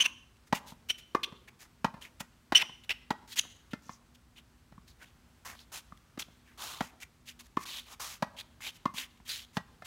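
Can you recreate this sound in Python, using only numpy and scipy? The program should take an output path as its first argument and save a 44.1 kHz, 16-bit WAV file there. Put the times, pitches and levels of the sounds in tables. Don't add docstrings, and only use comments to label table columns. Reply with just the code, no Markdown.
import sys
import numpy as np
from scipy import signal
from scipy.fft import rfft, irfft, next_fast_len
from scipy.io import wavfile
from scipy.ndimage import uniform_filter1d

SR = 44100
rng = np.random.default_rng(int(sys.argv[2]) if len(sys.argv) > 2 else 0)


def nominal_scale(level):
    x = np.asarray(level, float) / 20
    return 10 ** x


def put_to_file(sound):
    columns = np.atleast_2d(sound).T
    safe = np.clip(columns, -1, 1)
    whole_steps = np.round(safe * 32767)
    wavfile.write(sys.argv[1], SR, whole_steps.astype(np.int16))


N = 434826
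LEAD_S = 0.3

# frequency in Hz, density in dB per Hz.
GRIT_SPECTRUM = [(880, -39), (1500, -8), (1810, -4.5), (4080, -5.5), (6830, -4), (8160, -9.5),
                 (12400, -11.5), (16000, -16)]


def evened(x):
    return x / np.sqrt(np.mean(x ** 2) + 1e-20)


def read(points, hz):
    f, value = np.transpose(points)
    return np.interp(np.log(hz + 1), np.log(f + 1), value)


def add(mix, start_s, sound):
    part = mix[round(start_s * SR):][:len(sound)]
    part += sound[:len(part)]


def coloured(x, points):
    size = next_fast_len(len(x))
    gain = nominal_scale(read(points, np.fft.rfftfreq(size, 1 / SR)))
    return evened(irfft(rfft(x, size) * gain, size)[:len(x)])


def resonate(x, hz, width_hz):
    turn = np.exp(2j * np.pi * np.cumsum(hz * np.ones(len(x))) / SR)
    r = np.exp(-np.pi * width_hz / SR)
    smooth = signal.lfilter([1 - r], [1, -r], x / turn + 1e-18)
    return 2 * (turn * smooth).real


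def resonate_twice(x, hz, width_hz):
    return evened(resonate(resonate(x, hz, width_hz), hz, width_hz))


def wobble(count, size):
    return evened(uniform_filter1d(rng.standard_normal(count), size))


def unrolled(rows):
    s, *columns = np.transpose(rows)
    t = np.arange(s[0], s[-1], 1 / SR)
    edge = np.clip(np.minimum((t - s[0]) / 0.0018, (s[-1] - t) / 0.0035), 0, 1)
    return edge, *(np.interp(t, s, c) for c in columns)


def air():
    # frequency in Hz, density in dB per Hz.
    wash_spectrum = [(15, -39.5), (25, -18.5), (55, -2), (206, -13.5), (242, -19), (326, -17), (531, -25.5),
                     (887, -22.5), (1480, -23.5), (1790, -26), (6380, -33), (7710, -35), (16000, -41)]
    # frequency in Hz, width in Hz, level in dB.
    hum_tones = [(57, 14, -68), (240.67, 5.7, -71.5), (543, 5, -93.5), (7900, 300, -88.5)]
    frames, hz = N // 256 + 5, np.fft.rfftfreq(1024, 1 / SR)
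    a, b, patches = rng.standard_normal((frames, 513, 3)).T
    patches = evened(uniform_filter1d(uniform_filter1d(patches, 14, 0), 16, 1))
    swell = wobble(frames, size=60)
    gain_db = read(wash_spectrum, hz)[:, None] + 0.58 * patches + 0.72 * swell
    wash = signal.istft((a + 1j * b) * nominal_scale(gain_db), nperseg=1024, noverlap=768)[1][:N]
    out = nominal_scale(-64) * evened(wash)
    for f, width_hz, db in hum_tones:
        out = out + nominal_scale(db) * evened(resonate(rng.standard_normal(N), f, width_hz))
    return out


def blow(db, hz, thump_db, crack_db, contact_ms):
    # frequency in Hz, density in dB per Hz.
    crack_spectrum = [(250, -13), (600, 2.5), (1400, -1), (2300, -11), (3700, -12.5), (6000, -20),
                      (10000, -31.5), (16000, -33)]
    # frequency in Hz, level in dB re crack, t60 in s.
    string_modes = [
        [(650, -4, 0.039), (1375, -7.5, 0.039), (1920, -9, 0.1), (2450, -17, 0.069)],
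        [(710, -7, 0.0297), (1770, -6.5, 0.0794), (2086, -12.5, 0.143), (2492, -17, 0.094)],
    ]
    t, contact = np.arange(3500) / SR, contact_ms / 1000

    free_hz, spring_s = 1149.5, 0.005
    free = np.maximum(t - contact, 0)
    swell = np.exp(-(np.minimum(t - contact, 0) / (0.28 * contact)) ** 2)
    fading = 0.85 * np.exp(-(free / 0.003) ** 2) + 0.15 * nominal_scale(-60 * free / 0.05)
    slid = (free_hz - hz) * (free - spring_s * (1 - np.exp(-free / spring_s)))
    shell = swell * fading * np.cos(2 * np.pi * (hz * (t - contact) + slid))

    strings = 0
    for f, mode_db, t60 in string_modes[int(hz > 1000)]:
        strings = strings + nominal_scale(mode_db - 60 * t / t60) * np.sin(2 * np.pi * (f * t + rng.random()))

    racket = contact > 0.0042
    late = t - (contact if racket else 0.005)
    thump_hz = 200 * (0.0066 / contact) ** 1.5 if racket else 190
    thump = np.cos(2 * np.pi * thump_hz * late) * np.exp(-(late * thump_hz / 0.75) ** 2)

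    fall = nominal_scale(-60 * np.maximum(t - 0.442 * contact, 0) / 0.036) + 0.24 * nominal_scale(-60 * t / 0.1)
    crack = coloured(rng.standard_normal(len(t)), crack_spectrum) * np.minimum(t / 0.0015, 1) ** 4.8 * fall
    soft = 1 - np.exp(-t / 0.0015)
    return nominal_scale(db) * (shell + soft * nominal_scale(thump_db) * thump + nominal_scale(crack_db - 1.5) * (crack + soft * strings))


def volleys(near):
    # start in s, shell ring in dB, ring in Hz, crack in dB re ring, contact in ms.
    hits = [(-.07, -12.5, 1030, -11.5, 6.2), (0.525, -16, 854, -6.5, 6.3), (1.1472, -15.5, 1120, -12, 4.42),
            (1.8437, -18, 894, -5.5, 6.39), (2.521, -27, 930, 2.5, 5.3), (3.104, -22, 884, -3.5, 5.87),
            (3.732, -39.5, 1498, 3.5, 6), (6.174, -45.5, 1224, 2.5, 5.53), (6.8058, -30, 875, 3, 6.37),
            (7.5682, -17, 1063, -15.5, 5.48), (8.223, -22, 900, -4, 6.64), (8.854, -17, 1074, -15, 5.97),
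            (9.5676, -27, 932, 1.5, 6.96)]
    thump_over_crack_db = [2, 9.5]
    for s, db, hz, crack_db, ms in hits:
        thump_db = crack_db + thump_over_crack_db[int(hz > 1000)]
        add(near, LEAD_S + s, blow(db, hz, thump_db, crack_db, ms))


def court(x):
    # frequency in Hz, t60 in s.
    decay = [(150, 0.47), (500, 1), (1000, 0.49), (3000, 0.52), (6000, 0.52), (12000, 0.41)]
    # delay in s, level in dB.
    walls = [(.019, -21.5), (0.173, -39.5)]
    # frequency in Hz, level in dB.
    scatter = [(100, -5.5), (300, -3.5), (700, -6.5), (1150, 3), (1700, -1), (3000, -2.5), (6000, -3.5),
               (16000, -3)]
    t, out = np.arange(SR) / SR, 0
    turn = np.arange(len(x)) / SR * 1.3
    for path in range(3):
        clumps = nominal_scale(3 * wobble(SR, size=700))
        onset = np.clip((t - 0.006) / 0.0092, 0, 1)
        hz, frames, z = signal.stft(clumps * rng.standard_normal(SR) * onset, SR, nperseg=256)
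        gain_db = read(scatter, hz)[:, None] - 60 * frames / read(decay, hz)[:, None]
        tail = signal.istft(z * nominal_scale(gain_db), SR, nperseg=256)[1][:SR]
        tail = nominal_scale(-20.5) * tail / np.linalg.norm(tail)
        for s, db in walls:
            slap = rng.standard_normal(200) * np.exp(-np.arange(200) / 40)
            add(tail, s, nominal_scale(db - 13.0) * slap)
        share = np.sqrt(2 / 3) * np.cos(turn + path * np.pi / 3)
        out = out + signal.fftconvolve(share * x, tail)[:len(x)]
    return out


def gravel(count):
    size = nominal_scale(1.5 * rng.exponential(1, count)) * (rng.random(count) < 0.6)
    return size * rng.standard_normal(count)


def squeak(rows):
    edge, db, hz, upper_db, upper_hz, grit_db, rough = unrolled(rows)
    waver = 1 + 0.047 * wobble(len(hz), size=60)
    phase, upper = 2 * np.pi * np.cumsum([hz * waver, upper_hz * waver], axis=1) / SR
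    tone = np.cos(phase) + nominal_scale(upper_db) * (np.cos(upper) + 0.26 * np.cos(phase + upper))
    grains, rough = gravel(len(edge)), np.clip(rough, 0, 1)
    chatter = evened(resonate(resonate(grains, 0.92 * hz, 1800.0), 0.94 * hz, 1800.0))
    grip = evened(nominal_scale(3 * np.tanh(wobble(len(hz), size=90))))
    slip = 1.41 * (1 - rough) * grip * tone + rough * chatter
    return edge * nominal_scale(db) * (slip + nominal_scale(grit_db + 6.5) * coloured(grains, GRIT_SPECTRUM))


def squeal(start, length, db, hz, upper_hz, course):
    return [(start + share * length, db + tone, hz, upper, upper_hz, grit, rough)
            for share, tone, upper, grit, rough in course]


def squeaks(near):
    # start in s, length in s, slip tone in dB, slip rate in Hz, upper tone in Hz.
    shrieks = [
        (0.0, .036, -17, 2930, 6030),
        (2.548, 0.041, -11.5, 2995, 5697),
    ]
    peeps = [
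        (.047, 0.025, -19, 2680, 5900),
        (8.676, .028, -40, 3100, 6000),
        (0.8864, .034, -22, 3050, 5770),
    ]
    rasps = [
        (.038, 0.033, -29.5, 2900, 6010),
        (1.231, .022, -25, 3300, 6000),
        (2.586, 0.041, -28, 2700, 5250),
        (2.613, .018, -22.5, 2596, 5200),
        (2.8925, .006, -22.5, 2690, 5300),
        (2.892, .04, -27, 2700, 5400),
        (2.904, 0.0091, -21.5, 2600, 5360),
        (6.219, 0.013, -34, 3401, 6300),
    ]
    yelps = [
        (3.374, .014, -37, 3150, 6350),
        (3.389, .01, -19, 3380, 6650),
    ]
    # share of length, tone in dB re peak, upper and grit in dB re tone, chatter 0-1.
    shriek_course = [(0, -11, -17, -26.5, .8), (.24, 0, -13, -29, 0.02), (.8, -12, 0, -26.5, .45),
                     (1, -21.5, -11, -20, .4)]
    peep_course = [(0, -27, -5, -8, .7), (.53, 2, -11.5, -27, 0.32), (1, -19.5, -10, -21.5, 0.29)]
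    rasp_course = [(0, -8, -13.5, -20.5, 0.967), (.6, -0.5, -15.5, -29.5, 0.5), (1, -18, -10.5, -27, 0.72)]
    yelp_course = [(0, -12.5, 5, -14, .4), (.55, -1, 4, -27.5, .35), (1, -13, 5, -20, .45)]
    kinds = [(shrieks, shriek_course), (peeps, peep_course), (rasps, rasp_course), (yelps, yelp_course)]
    for events, course in kinds:
        for row in events:
            add(near, LEAD_S + row[0], squeak(squeal(*row, course)))


def drag(rows):
    edge, grit_db, hum_db, hz, low_db = unrolled(rows)
    grains = gravel(len(edge))
    broad = resonate_twice(grains, hz, 2222.0)
    wander_hz = hz * (1 + 0.17 * wobble(len(hz), size=400))
    core = resonate_twice(grains, wander_hz, 600.0)
    low = resonate_twice(grains, 1050, 900.0)
    stutter_db = 1.5 * wobble(len(edge), size=150)
    hum_db = hum_db - 5.0 + 2.2 * wobble(len(edge), size=300)
    hum = nominal_scale(hum_db) * (0.75 * broad + 0.55 * core)
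    hiss = coloured(grains, GRIT_SPECTRUM)
    return edge * nominal_scale(grit_db + stutter_db) * (hiss + hum + nominal_scale(low_db - 6.0) * low)


def brush(start, rise, fall, db, hz, course):
    times = start + np.array([0, rise, rise + fall / 2, rise + fall])
    hum_hz = hz * (1 - 0.12 * np.array([0.0095, 0.051, 0.5, 0.993]))
    return [(s, db + grit, hum, f, low) for s, f, (grit, hum, low) in zip(times, hum_hz, course)]


def brushes(near):
    # start in s, rise in s, fall in s,
    # grit in dB, sole hum in Hz.
    hisses = [(.465, 0.014, .013, -60, 1920), (.66, 0.026, 0.0522, -51, 3900),
              (1.59, 0.025, 0.054, -52, 1920), (2.196, 0.0098, 0.017, -39.5, 2660),
              (6.188, 0.0086, 0.037, -38.5, 3267), (6.82, .005, 0.086, -49.5, 2555),
              (7.39, 0.0111, 0.026, -49, 3570), (7.43, 0.039, 0.0055, -60, 4250),
              (7.585, 0.0533, 0.011, -46.5, 1874), (8.72, 0.048, .013, -57, 2930),
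              (9.53, .036, .004, -54.5, 1846), (9.845, 0.018, 0.0092, -42.5, 3440)]
    scuffs = [(.365, .004, .01, -71, 2980), (.54, 0.0139, 0.043, -41, 2470),
              (.975, 0.012, 0.031, -53, 2910), (3.275, 0.055, 0.0249, -47, 3630),
              (3.357, .036, .014, -31, 3440), (4.14, .014, 0.012, -61.5, 3810),
              (4.868, .012, .06, -61, 4400), (5.972, .003, 0.0074, -62, 2800),
              (7.0, 0.032, 0.014, -46, 2450), (7.255, 0.0337, 0.042, -49.5, 3210),
              (8.938, .047, 0.083, -40.5, 2930), (9.17, .004, .01, -66.5, 3300),
              (9.25, 0.0153, .03, -55, 3000), (9.274, 0.021, 0.16, -40, 3800)]
    chirps = [
        (1.474, 0.01, 0.015, -56.5, 2120),
        (2.833, .004, 0.024, -61.5, 2900),
        (3.705, .008, 0.024, -63.5, 2940),
        (4.355, 0.023, 0.034, -62.5, 2870),
        (4.992, .04, 0.023, -58.5, 1750),
        (6.44, 0.041, 0.095, -72.5, 2200),
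        (8.365, 0.038, 0.018, -48, 3217),
    ]
    scrapes = [
        (5.448, 0.0065, 0.11, -46, 1897),
        (6.575, .05, .21, -42, 3600),
        (7.86, 0.074, 0.02, -50, 3300),
    ]
    # grit in dB re peak, hum and low scrape in dB re grit.
    hiss_course = [(-15, -7, -2), (0, -8, -7.5), (-7, -5, -5.5), (-22, 7, 5)]
    scuff_course = [(-15, -9, -5), (0.5, 3.5, -19.5), (-7, 2, -23), (-23.5, 6.5, -2.5)]
    chirp_course = [(-14.5, 7.2, -3.5), (0.5, 11.7, -7), (-3.5, 9.7, -4), (-19, 12, 5.5)]
    scrape_course = [(-15, -1, 6), (-0.5, -7, 1.3), (-6.5, 1.5, 2.6), (-20, 5, 7.6)]
    kinds = [(hisses, hiss_course), (scuffs, scuff_course), (chirps, chirp_course), (scrapes, scrape_course)]
    for events, course in kinds:
        for row in events:
            add(near, LEAD_S + row[0], drag(brush(*row, course)))


def taps(near):
    # start in s, ring in dB, ring in Hz, thump in dB re ring, crack in dB re ring.
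    knocks = [(0.72, -45.5, 870, 4, -10.5), (1.322, -42.5, 920, 2.5, -7), (1.94, -43.5, 1050, 5.5, -3.5),
              (2.204, -38.5, 885, 2, 1.5), (2.625, -31.5, 900, -15, -9), (2.693, -43.5, 950, -4.5, -6.5),
              (3.436, -52, 1330, -1.5, -2.5), (3.45, -49.5, 1016, -2.5, 0), (3.892, -35, 1020, -4.5, -8.5),
              (4.721, -53.5, 660, 6, -2.5), (4.778, -44.5, 1075, 2, -16), (5.9217, -39.5, 1197, -3.5, -16),
              (6.282, -61.5, 650, 11.5, 1.5), (8.94, -44, 910, 3, -18), (9.2, -55, 1005, 5.5, -5.5),
              (9.8205, -44, 1500, -6.5, 1.5)]
    for s, db, hz, thump_db, crack_db in knocks:
        contact_ms = min(1000 * 2.4 / hz, 4)
        add(near, LEAD_S + s, blow(db, hz, thump_db, crack_db, contact_ms))


def slide(start, length, first_db, last_db, hz, course):
    grab_s, lift_s, sag, rise_per_db = 0.0093, 0.036, 0.12, 0.0462
    times = start + np.array([0, grab_s, length - lift_s, length])
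    weight_db = np.array([first_db, first_db, last_db, last_db])
    hum_hz = hz * (1 - sag * (times - start) / length + rise_per_db * (weight_db - first_db))
    return [(s, db + grit, hum, f, low)
            for s, db, f, (grit, hum, low) in zip(times, weight_db, hum_hz, course)]


def slides(near):
    # start in s, length in s, first grit in dB, last grit in dB, sole hum in Hz.
    hum_slides = [
        (2.01, 0.082, -55.5, -58.5, 3100),
        (3.82, .16, -69, -68, 6160),
        (5.055, 0.059, -69.5, -69, 2940),
        (5.55, 0.1, -67, -62.5, 3870),
        (7.654, 0.17, -47.5, -48, 3720),
        (7.81, .11, -64, -65.5, 3700),
        (8.605, .105, -51.5, -44, 2470),
    ]
    skids = [
        (5.718, 0.096, -48, -44.5, 2970),
        (7.996, 0.1905, -42.5, -50, 4500),
    ]
    # grit in dB re weight, hum and low scrape in dB re grit.
    slide_course = [(-4, 5.7, 12), (-1, 3, -12), (0, 8.4, -6), (-15, 7, -5)]
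    skid_course = [(-9, -4, 7), (1, -28, 0.5), (0.5, -9, -6.5), (-20, -3, -2)]
    for events, course in [(hum_slides, slide_course), (skids, skid_course)]:
        for row in events:
            add(near, LEAD_S + row[0], drag(slide(*row, course)))


def scene():
    near = np.zeros(N + round(LEAD_S * SR))
    volleys(near)
    squeaks(near)
    brushes(near)
    taps(near)
    slides(near)
    return ((near + court(near))[-N:] + air())[None]


def band_limit(x):
    return signal.sosfilt(signal.butter(12, 16990, fs=SR, output="sos"), x)


def record(dry):
    thin = signal.sosfilt(signal.butter(4, 38, "high", fs=SR, output="sos"), dry)
    band = signal.firwin(255, 15900, fs=SR, window=("kaiser", 9))
    return band_limit(signal.oaconvolve(thin, band[None], "same"))


dry = scene()
out = record(dry)
put_to_file(out)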